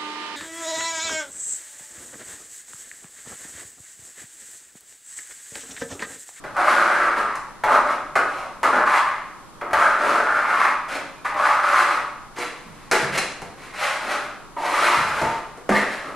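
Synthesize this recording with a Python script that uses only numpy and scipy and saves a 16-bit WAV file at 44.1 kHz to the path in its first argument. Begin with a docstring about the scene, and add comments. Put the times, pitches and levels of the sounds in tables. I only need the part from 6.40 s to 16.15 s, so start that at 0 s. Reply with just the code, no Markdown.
"""A steel trowel spreads plaster over a wall in a bare, echoing room, heard from a few metres away.
Each stroke lands with a slap; the blade then sticks and slips, sand hisses under its edge and the wall drums.
The strokes break off as the blade lifts and the room rings on; late on, the tool knocks harder.
Filtered clicks and noise make the friction and landings, decaying sines the knocks, sparse taps the echoes.
Soft thumps of shifting feet, steady rumble and hiss and a deep wavering hum lie underneath."""
import sys
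import numpy as np
from scipy import signal
from scipy.fft import rfft, irfft
from scipy.io import wavfile
from scipy.ndimage import uniform_filter1d

SR = 44100
rng = np.random.default_rng(int(sys.argv[2]) if len(sys.argv) > 2 else 0)


def put_to_file(sound):
    """Save the sound as 16-bit audio at rate SR, in the file named by the first command-line argument."""
    columns = np.atleast_2d(sound).T  # one column per channel
    safe = np.clip(columns, -1, 1)
    whole_steps = np.round(safe * 32767)
    wavfile.write(sys.argv[1], SR, whole_steps.astype(np.int16))


N = 429975
TIME = np.arange(N) / SR  # s, one per sample
CLOCK = np.arange(0, N / SR, .001)  # s, coarse steps for the hand's movement

# All levels are relative: spectra are normalised and the layers are balanced in scene().

# Pushes of the blade, overlapping within a long sweep; tilt and hollow pitch hold at mid-push:
# start_s, swell_s, ease_s, rasp_db, sand_db, wall_db, tilt_db_per_octave, hollow_hz
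PUSHES = [ (.042, 0.0071, 0.16, -34, -52, -46, -14, 1230), (0.16, 0.057, 0.076, -14, -36, -36, -5, 1320),
          (.24, 0.05, 0.39, -11, -31, -30, 0.5, 1380), (.5, 0.13, 0.34, -19.5, -42.5, -37, 4.5, 1220),
          (0.761, 0.027, 0.047, -16, -34.5, -29, -2, 1205),
          (1.239, .11, 0.058, -12.5, -35.5, -27, -3.5, 1215),
          (1.44, 0.083, 0.045, -19.5, -39, -33.5, -0.5, 1300),
          (1.755, 0.0067, 0.059, -12, -36, -23.5, 3.5, 1366), (1.86, .13, 0.1, -28.5, -44, -45, -7, 1220),
          (2.231, 0.007, 0.095, -12.5, -33.5, -27, 0.5, 1140),
          (2.309, 0.067, 0.064, -11, -37.5, -25.5, -1.5, 1230),
          (2.45, 0.13, 0.04, -13, -32.5, -39.5, 5, 1130), (2.64, 0.025, 0.14, -23.5, -47, -57, 11, 1050),
          (3.215, 0.0056, 0.18, -27, -61, -35.5, -4, 1240), (3.33, 0.083, 0.23, -14, -35, -35, 1, 1220),
          (3.579, 0.12, 0.17, -13.5, -32.5, -25.5, -1, 1340), (3.86, 0.092, 0.33, -17.5, -41, -37, 4, 1246),
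          (4.07, .16, .11, -13.5, -34.5, -35.5, 6.5, 1185),
          (4.478, 0.078, 0.038, -24.5, -32.5, -36, -12, 1440),
          (4.845, 0.0082, 0.081, -20.5, -38.5, -41, 5.5, 1120),
          (4.958, 0.12, 0.17, -12, -33.5, -42, 1.5, 1264), (5.215, 0.21, 0.07, -13, -30, -39.5, 2.5, 1190),
          (5.47, 0.047, .12, -18.5, -36.5, -36.5, 3.5, 1130),
          (5.957, 0.069, 0.074, -36, -35.5, -37.5, -9, 1570), (6.2, 0.2, 0.28, -58, -56.5, -65, -4, 1500),
          (6.512, 0.0034, 0.13, -18.5, -25, -25, 13, 1480), (6.72, 0.043, 0.011, -25, -27.5, -32, -5, 1950),
          (6.772, 0.011, 0.017, -30, -21.5, -31, -8, 1950), (7.17, 0.066, 0.16, -58, -47, -47.5, -11, 1300),
          (7.332, 0.083, .02, -32.5, -35.5, -52, -4, 1270), (7.408, 0.029, 0.15, -21, -28, -48, -6, 1480),
          (7.6, 0.12, 0.15, -24.5, -34.5, -35.5, -2.5, 1460), (8.169, 0.067, 0.09, -24, -38, -42, -9, 910),
          (8.235, 0.22, 0.33, -16.5, -28, -32.5, 0.5, 1300), (8.73, 0.074, 0.19, -26, -35.5, -35, -3, 1270),
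          (9.296, 0.063, 0.11, -21, -31, -27.5, 4, 1850), (9.47, 0.06, 0.12, -31, -39.5, -52, -0.5, 1740),
          (9.62, 0.073, .08, -30, -48, -37.5, -1.5, 1200)]
RASP_DB, SAND_DB, WALL_DB, TILT, HOLLOW_HZ = range(3, 8)  # columns of PUSHES
# The blade lands on the plaster: start_s, slap_db, sand_db, thud_db
LANDINGS = [ (.039, -26.5, -50, -32.5), (.149, -33, -48, -50), (.166, -22.5, -49, -41),
            (0.954, -51, -33.5, -55), (1.237, -13, -36.5, -42), (1.755, -14, -28.5, -44),
            (2.231, -12, -27.5, -45), (3.212, -23.5, -56, -33), (3.308, -27, -47, -51),
            (3.332, -10, -32.5, -75), (4.845, -37, -57, -53), (4.943, -23, -56, -33.5),
            (5.982, -30, -32, -48), (6.175, -40, -44.5, -61), (6.513, -14, -18.5, -45),
            (6.532, -12, -43, -16.5), (6.776, -19.5, -13.5, -20), (7.018, -29, -39, -29.5),
            (8.165, -31, -55, -32), (8.814, -25, -35, -18), (9.174, -39.5, -48, -34),
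            (9.291, -16.5, -30, -14), (9.361, -19, -34, -39)]
SLAP_DB, CRACK_DB, THUD_DB = range(1, 4)  # columns of LANDINGS

# Blade pressed on wet plaster: pitch_hz, level_db
RASP_SPECTRUM = [(150, -57.5), (300, -20), (450, -19.5), (590, -1.5), (670, -5), (850, -1.5), (1100, -3.5),
                 (1400, -4.5), (1650, -2), (2100, -8), (2600, -20), (3300, -36), (6000, -43), (15000, -78)]
# Narrow resonances of the pressed blade: pitch_hz, width_hz, lift_db
BLADE_PEAKS = [(588, 35, 4), (714, 25, 3), (1225, 80, 1), (4085, 60, 3), (5210, 40, 1.5), (6412, 40, 1.5)]
# Sand cracking under the edge: pitch_hz, level_db
SAND_SPECTRUM = [(300, -34.5), (900, 7), (2200, 12), (3200, 1.5), (4200, -0.5), (5000, -3.5), (7000, -7),
                 (9800, -8.5), (11500, -14), (13500, -24), (15800, -34)]
# The steel edge cracking onto the wall: pitch_hz, level_db
CRACK_SPECTRUM = [(400, -34), (1500, 0), (3200, -13), (4300, 2.5), (7000, 2), (10000, -0.5), (12000, -11),
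                  (15800, -44)]
# The flat blade slapping down: pitch_hz, level_db
SLAP_SPECTRUM = [(120, -13.5), (300, -16), (520, -4), (800, 4), (1300, 1.5), (2000, -1), (2600, -11),
                 (3300, -19), (8000, -37)]
# The wall drumming: pitch_hz, level_db
WALL_SPECTRUM = [(40, -16), (80, -33), (105, -11.5), (135, -21.5), (180, -13.5), (220, -1.5), (280, 4),
                 (360, 5.5), (470, 3.5), (700, 2.5), (1500, -57), (5000, -102)]

# The tool knocks; where it is struck decides which modes answer most: start_s, level_db, favoured_hz
KNOCKS = [(2.36, -28, 258), (5.984, -31, 490), (5.986, -33, 310), (6.516, -24, 454), (6.776, -31, 2000),
          (6.78, -29, 4200), (8.166, -23.5, 985), (8.814, -21.5, 870), (8.868, -19.5, 940),
          (9.296, -15.5, 325), (9.305, -19, 205), (9.32, -15, 1200), (9.361, -20, 1950)]
# Modes of the tool against the hollow wall: pitch_hz, level_db, t60_s
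MODES = [(206, 1, .28), (255, -6, .3), (310, -6, .45), (371, -2, .35), (488, 0, .45), (708, -3, .35),
         (904, 0, .5), (975, -6, .35), (1200, -2, .3), (1810, -3, .35), (1945, -1, .35), (2105, -1, .3),
         (4085, -4, .3), (4188, -2, .28), (5210, -6, .25)]
# Feet shift on the floor: start_s, level_db
STEPS = [(6.26, -38.5), (6.625, -34), (6.69, -32.5), (6.76, -39), (7.02, -41), (8.57, -32.5), (8.65, -35),
         (8.72, -40), (8.818, -30), (9.315, -34), (9.67, -47.5)]
# The floor under a shoe: pitch_hz, level_db
FOOT_SPECTRUM = [(25, -25), (60, -5), (100, -5.5), (155, -0.5), (230, -4), (400, -28), (1500, -46)]

# Decay of the bare room: pitch_hz, t60_s
ROOM_DECAY = [(150, 0.62), (530, 0.74), (1400, 0.71), (3700, 0.73), (9700, 0.5), (15000, 0.15)]
# Side level of the echoes between the microphones: pitch_hz, side_db
STEREO_WIDTH = [(30, -15), (70, -19), (130, -8.5), (450, -16), (1100, -17), (2000, -14), (4000, -9.5),
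                (8000, -5), (13000, -2)]
# Background rumble and hiss: pitch_hz, level_db
FLOOR_SPECTRUM = [(15, -9.5), (29, 4.5), (42, -17.5), (75, -17), (120, -8.5), (300, -10), (650, -15.5),
                  (1100, -8), (2000, -25), (3500, -28), (10000, -34.5), (11200, -34), (12500, -44),
                  (15800, -56)]

MIDDLE_BAND, TREBLE_BAND = (450, 2700), (3000, 12000)  # Hz, where a layer's level is set
SWELL_DB, EASE_DB, LIFT_DB_PER_S = 6, 10, 354  # pressure: the blade presses harder, eases off, lifts
BITE_SHARE = 0.1  # of the swelling time, until the edge is fully in the plaster
SAND_GROWTH, WALL_GROWTH = 1.43, 1.22  # dB of sand and of drumming per dB of pressure
STEEPEN_DB, HOLLOW_SAG_HZ = 3, 70  # over one push: brighter by dB per octave, hollow lower by Hz
FLOOR_DB, HUM_HZ, HUM_DB = -46, 32.3, -63
EDGE_HZ = 15800  # the recorder's upper limit


def rasp():
    """The blade sticks and slips in uneven bunches and sings hollowly; a steeper blade sounds brighter."""
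    chatter = unit(amp(1.9 * wander(per_s=75)))
    friction = chatter * grains(per_s=520, spread_db=2, smooth=.15)
    slips = colour(friction, RASP_SPECTRUM, MIDDLE_BAND, BLADE_PEAKS)
    hollow_hz = angle(HOLLOW_HZ, drift=-HOLLOW_SAG_HZ) * (1 + 0.079 * wander(per_s=25))
    hollow = resonate(slips, hollow_hz, width=480)
    hollow = resonate(hollow, hollow_hz, width=480)
    sung = .42 * slips + hollow
    tilt = np.clip(angle(TILT, drift=STEEPEN_DB), -6, 6)  # dB per octave

    def brightness(hz, t):
        octaves = np.log2(np.clip(hz, 550, 2300) / 1200)
        return np.interp(t, TIME, tilt) * octaves

    sound = shape(sung, brightness)
    # the angle sets colour, not loudness
    power = abs(uniform_filter1d(sound ** 2, size=2500))
    return drive(RASP_DB) * sound / np.sqrt(power + 1e-9)


def sand():
    """Grains of sand crack under the sliding edge, and sharply where it lands."""
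    sliding = drive(SAND_DB, growth=SAND_GROWTH) * grains(per_s=1800, spread_db=0.0, smooth=0.34)
    landing = bursts(LANDINGS, CRACK_DB, settle_s=0.0059)
    landing = landing * grains(per_s=1500, spread_db=-6.5, smooth=0.053)
    hiss = colour(sliding, SAND_SPECTRUM, TREBLE_BAND, BLADE_PEAKS)
    return hiss + colour(landing, CRACK_SPECTRUM, TREBLE_BAND, BLADE_PEAKS)


def slaps():
    """The flat of the blade meets wet plaster in short bursts of dense noise."""
    force = bursts(LANDINGS, SLAP_DB, settle_s=0.0081)
    force = force * grains(per_s=5400, spread_db=6.0, smooth=0.99)
    return colour(force, SLAP_SPECTRUM, MIDDLE_BAND)


def wall():
    """Lumps of plaster and the landings shake the wall, which drums in the bass and low middle."""
    force = drive(WALL_DB, growth=WALL_GROWTH) * grains(per_s=220, spread_db=-3.5, smooth=0.75)
    thuds = bursts(LANDINGS, THUD_DB, settle_s=0.011) * rng.standard_normal(N)
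    return colour(force + thuds, WALL_SPECTRUM, (90, 420))


def knocks():
    """Each knock rings the modes, most those near its favoured pitch; the flexing tool blurs their pitch."""
    hz, db, t60 = np.transpose(MODES)[:, :, None]
    t, out = np.arange(SR) / SR, np.zeros(N + SR)
    onset = 1 - np.exp(-t / 0.0015)
    for s, level_db, favoured_hz in KNOCKS:
        missed_db = np.minimum(22 * abs(np.log2(hz / favoured_hz)), 40)
        flexed = np.cumsum(1 + .012 * wander(per_s=150)[:SR]) / SR  # time bent by the flexing
        tones = np.sin(2 * np.pi * (hz * flexed + rng.random(hz.shape)))
        ring = amp(db - missed_db - 60 * t / t60) * tones
        start = round(s * SR)
        out[start:start + SR] += amp(level_db) * ring.sum(0) * onset
    return out[:N]


def steps():
    """Soft thumps as the plasterer's weight shifts: brief bursts of low noise."""
    force = bursts(STEPS, 1, settle_s=.025) * rng.standard_normal(N)
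    return colour(force, FOOT_SPECTRUM, (40, 300))


def echoes(x, moves_per_s):
    """Dense reflections; their pattern changes as the trowel travels along the wall."""
    t, out = np.arange(SR) / SR, np.zeros(N)
    for k in range(3):
        # about 3500 reflections a second, after a 2 ms gap
        taps = rng.choice([-1., 1.], SR) * (rng.random(SR) < 3500 / SR) * (t > .002)
        taps = taps / np.linalg.norm(taps * amp(-60 * t / 0.89))
        tail = shape(taps, lambda hz, s: -60 * s / read(ROOM_DECAY, hz))
        # fade between three patterns; the squares sum to 1
        place = np.sqrt(2 / 3) * np.cos(np.pi * (moves_per_s * TIME + k / 3))
        out += signal.oaconvolve(x * place, tail)[:N]
    return out


def widen(x):
    """The difference between the two microphones: weak in the bass and middle, strong in the treble."""
    return irfft(rfft(x) * amp(read(STEREO_WIDTH, np.fft.rfftfreq(N, 1 / SR))), N)


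def background():
    """Steady rumble and hiss of the room, over a deep wavering hum."""
    middle, side = (unit(colour(rng.standard_normal(N), FLOOR_SPECTRUM, (0, SR))) for _ in range(2))
    side = amp(9.5) * widen(side)
    hum = np.sqrt(2) * np.sin(2 * np.pi * HUM_HZ * TIME + 0.53 * wander(per_s=3))
    return amp(FLOOR_DB) * np.array([middle + side, middle - side]) + amp(HUM_DB) * hum


def pushes():
    """Pressure (top 1) and progress (-.5 to .5) of every push over time, one row each."""
    start, swell, ease = np.transpose(PUSHES)[:3, :, None]
    age = CLOCK - start
    db = -SWELL_DB * np.clip(1 - age / swell, 0, 1)
    db = db - EASE_DB * np.clip((age - swell) / ease, 0, 1)
    db = db - LIFT_DB_PER_S * np.maximum(age - swell - ease, 0)
    bite = np.clip(age / (BITE_SHARE * swell), 0, 1)
    progress = np.clip(age / (swell + ease), 0, 1) - .5
    return amp(db) * bite, progress


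def drive(column, growth=1):
    """How hard the pushes drive one layer: its dB column times the pressure, summed as power."""
    gains = amp(np.transpose(PUSHES)[column, :, None]) * pushes()[0] ** growth
    return np.interp(TIME, CLOCK, np.linalg.norm(gains, axis=0))


def angle(column, drift):
    """A column set by the blade's angle; it drifts through each push, and the firmest push leads."""
    pressure, progress = pushes()
    value = np.transpose(PUSHES)[column, :, None] + drift * progress
    return np.interp(TIME, CLOCK, np.average(value, axis=0, weights=pressure ** 2 + 1e-12))


def bursts(rows, column, settle_s):
    """Each row starts a sudden burst of force that dies as things settle."""
    rows, kicks = np.array(rows), np.zeros(N)
    kicks[np.round(rows[:, 0] * SR).astype(int)] = amp(rows[:, column]) ** 2
    # settle_s is the decay time of the power
    power = signal.lfilter([1], [1, -np.exp(-1 / (settle_s * SR))], kicks + 1e-16)
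    return np.sqrt(power)


def grains(per_s, spread_db, smooth):
    """Random clicks of uneven size over a share of smooth friction."""
    size = amp(spread_db * np.minimum(rng.exponential(1, N), 3)) * rng.choice([-1, 1], N)
    clicks = unit(size * (rng.random(N) < per_s / SR))
    share = np.clip(smooth, 0, 1)
    return np.sqrt(1 - share) * clicks + np.sqrt(share) * rng.standard_normal(N)


def resonate(x, hz, width):
    """A resonance of gain 1 that follows the curve hz: shift it to zero, low-pass, shift back."""
    turn = np.exp(2j * np.pi * np.cumsum(hz) / SR)
    r = np.exp(-np.pi * width / SR)
    return 2 * (turn * signal.lfilter([1 - r], [1, -r], x / turn + 1e-18)).real


def colour(x, points, band, peaks=()):
    """Causal filter with the given spectrum; white noise of rms 1 leaves with rms 1 inside the band."""
    size = 4096
    hz = abs(np.fft.fftfreq(size, 1 / SR))
    db = read(points, hz)
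    for f, width, lift in peaks:
        db = db + lift / (1 + (2 * (hz - f) / width) ** 2)
    gain = amp(db)
    gain = gain / np.sqrt(np.mean(gain ** 2 * (hz >= band[0]) * (hz <= band[1])))
    # minimum phase, from the Hilbert transform of the log gain
    taps = np.fft.ifft(np.exp(np.conj(signal.hilbert(np.log(gain))))).real
    return signal.oaconvolve(x, taps[:size // 2])[:N]


def shape(x, rule):
    """Applies a gain in dB, rule(Hz column, s row), to short-time spectra."""
    hz, t, z = signal.stft(x, SR, nperseg=256, noverlap=192)
    z = z * amp(rule(hz[:, None], t))
    return signal.istft(z, SR, nperseg=256, noverlap=192)[1][:len(x)]


def wander(per_s):
    """Smooth chance of rms 1: straight lines between per_s random points a second."""
    knots = rng.standard_normal(8192)
    return unit(np.interp(TIME * per_s, np.arange(len(knots)), knots))


def read(points, hz):
    """Reads a table on a log-frequency axis."""
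    f, value = np.transpose(points)
    return np.interp(np.log(hz + 1), np.log(f), value)


def amp(db):
    """Turns dB into an amplitude factor."""
    return 10 ** (np.asarray(db) / 20)


def unit(x):
    """Scales to rms 1."""
    return x / np.sqrt(np.mean(x ** 2) + 1e-20)


def scene():
    """Trowel and wall in the room; two close microphones differ mainly in the treble."""
    # lumps in the plaster jolt the blade
    surge = unit(amp(1.6 * wander(per_s=35)))
    body = surge * rasp() + amp(0.8) * slaps() + amp(-2.5) * wall() + steps()
    hiss = np.sqrt(surge) * sand()
    ring = knocks()

    def reverberate():
        # short waves feel the trowel's travel most, so the echoes of the hiss change fastest
        return echoes(body + 0.84 * ring, moves_per_s=0.7846) + echoes(hiss, moves_per_s=11)

    room, across = reverberate(), reverberate()
    middle = amp(-4.5) * (body + hiss) + amp(0.5) * ring + amp(-2.5) * room
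    side = widen(across)
    balance = amp([[.15], [-.15]])  # left slightly louder
    return np.array([middle + side, middle - side]) * balance + background()


def record(dry):
    """The recorder's band limit: a steep low-pass."""
    lowpass = signal.firwin(511, EDGE_HZ, window=("kaiser", 10), fs=SR)
    return signal.oaconvolve(dry, lowpass[None], "same", axes=1)


dry = scene()
out = record(dry)
put_to_file(out)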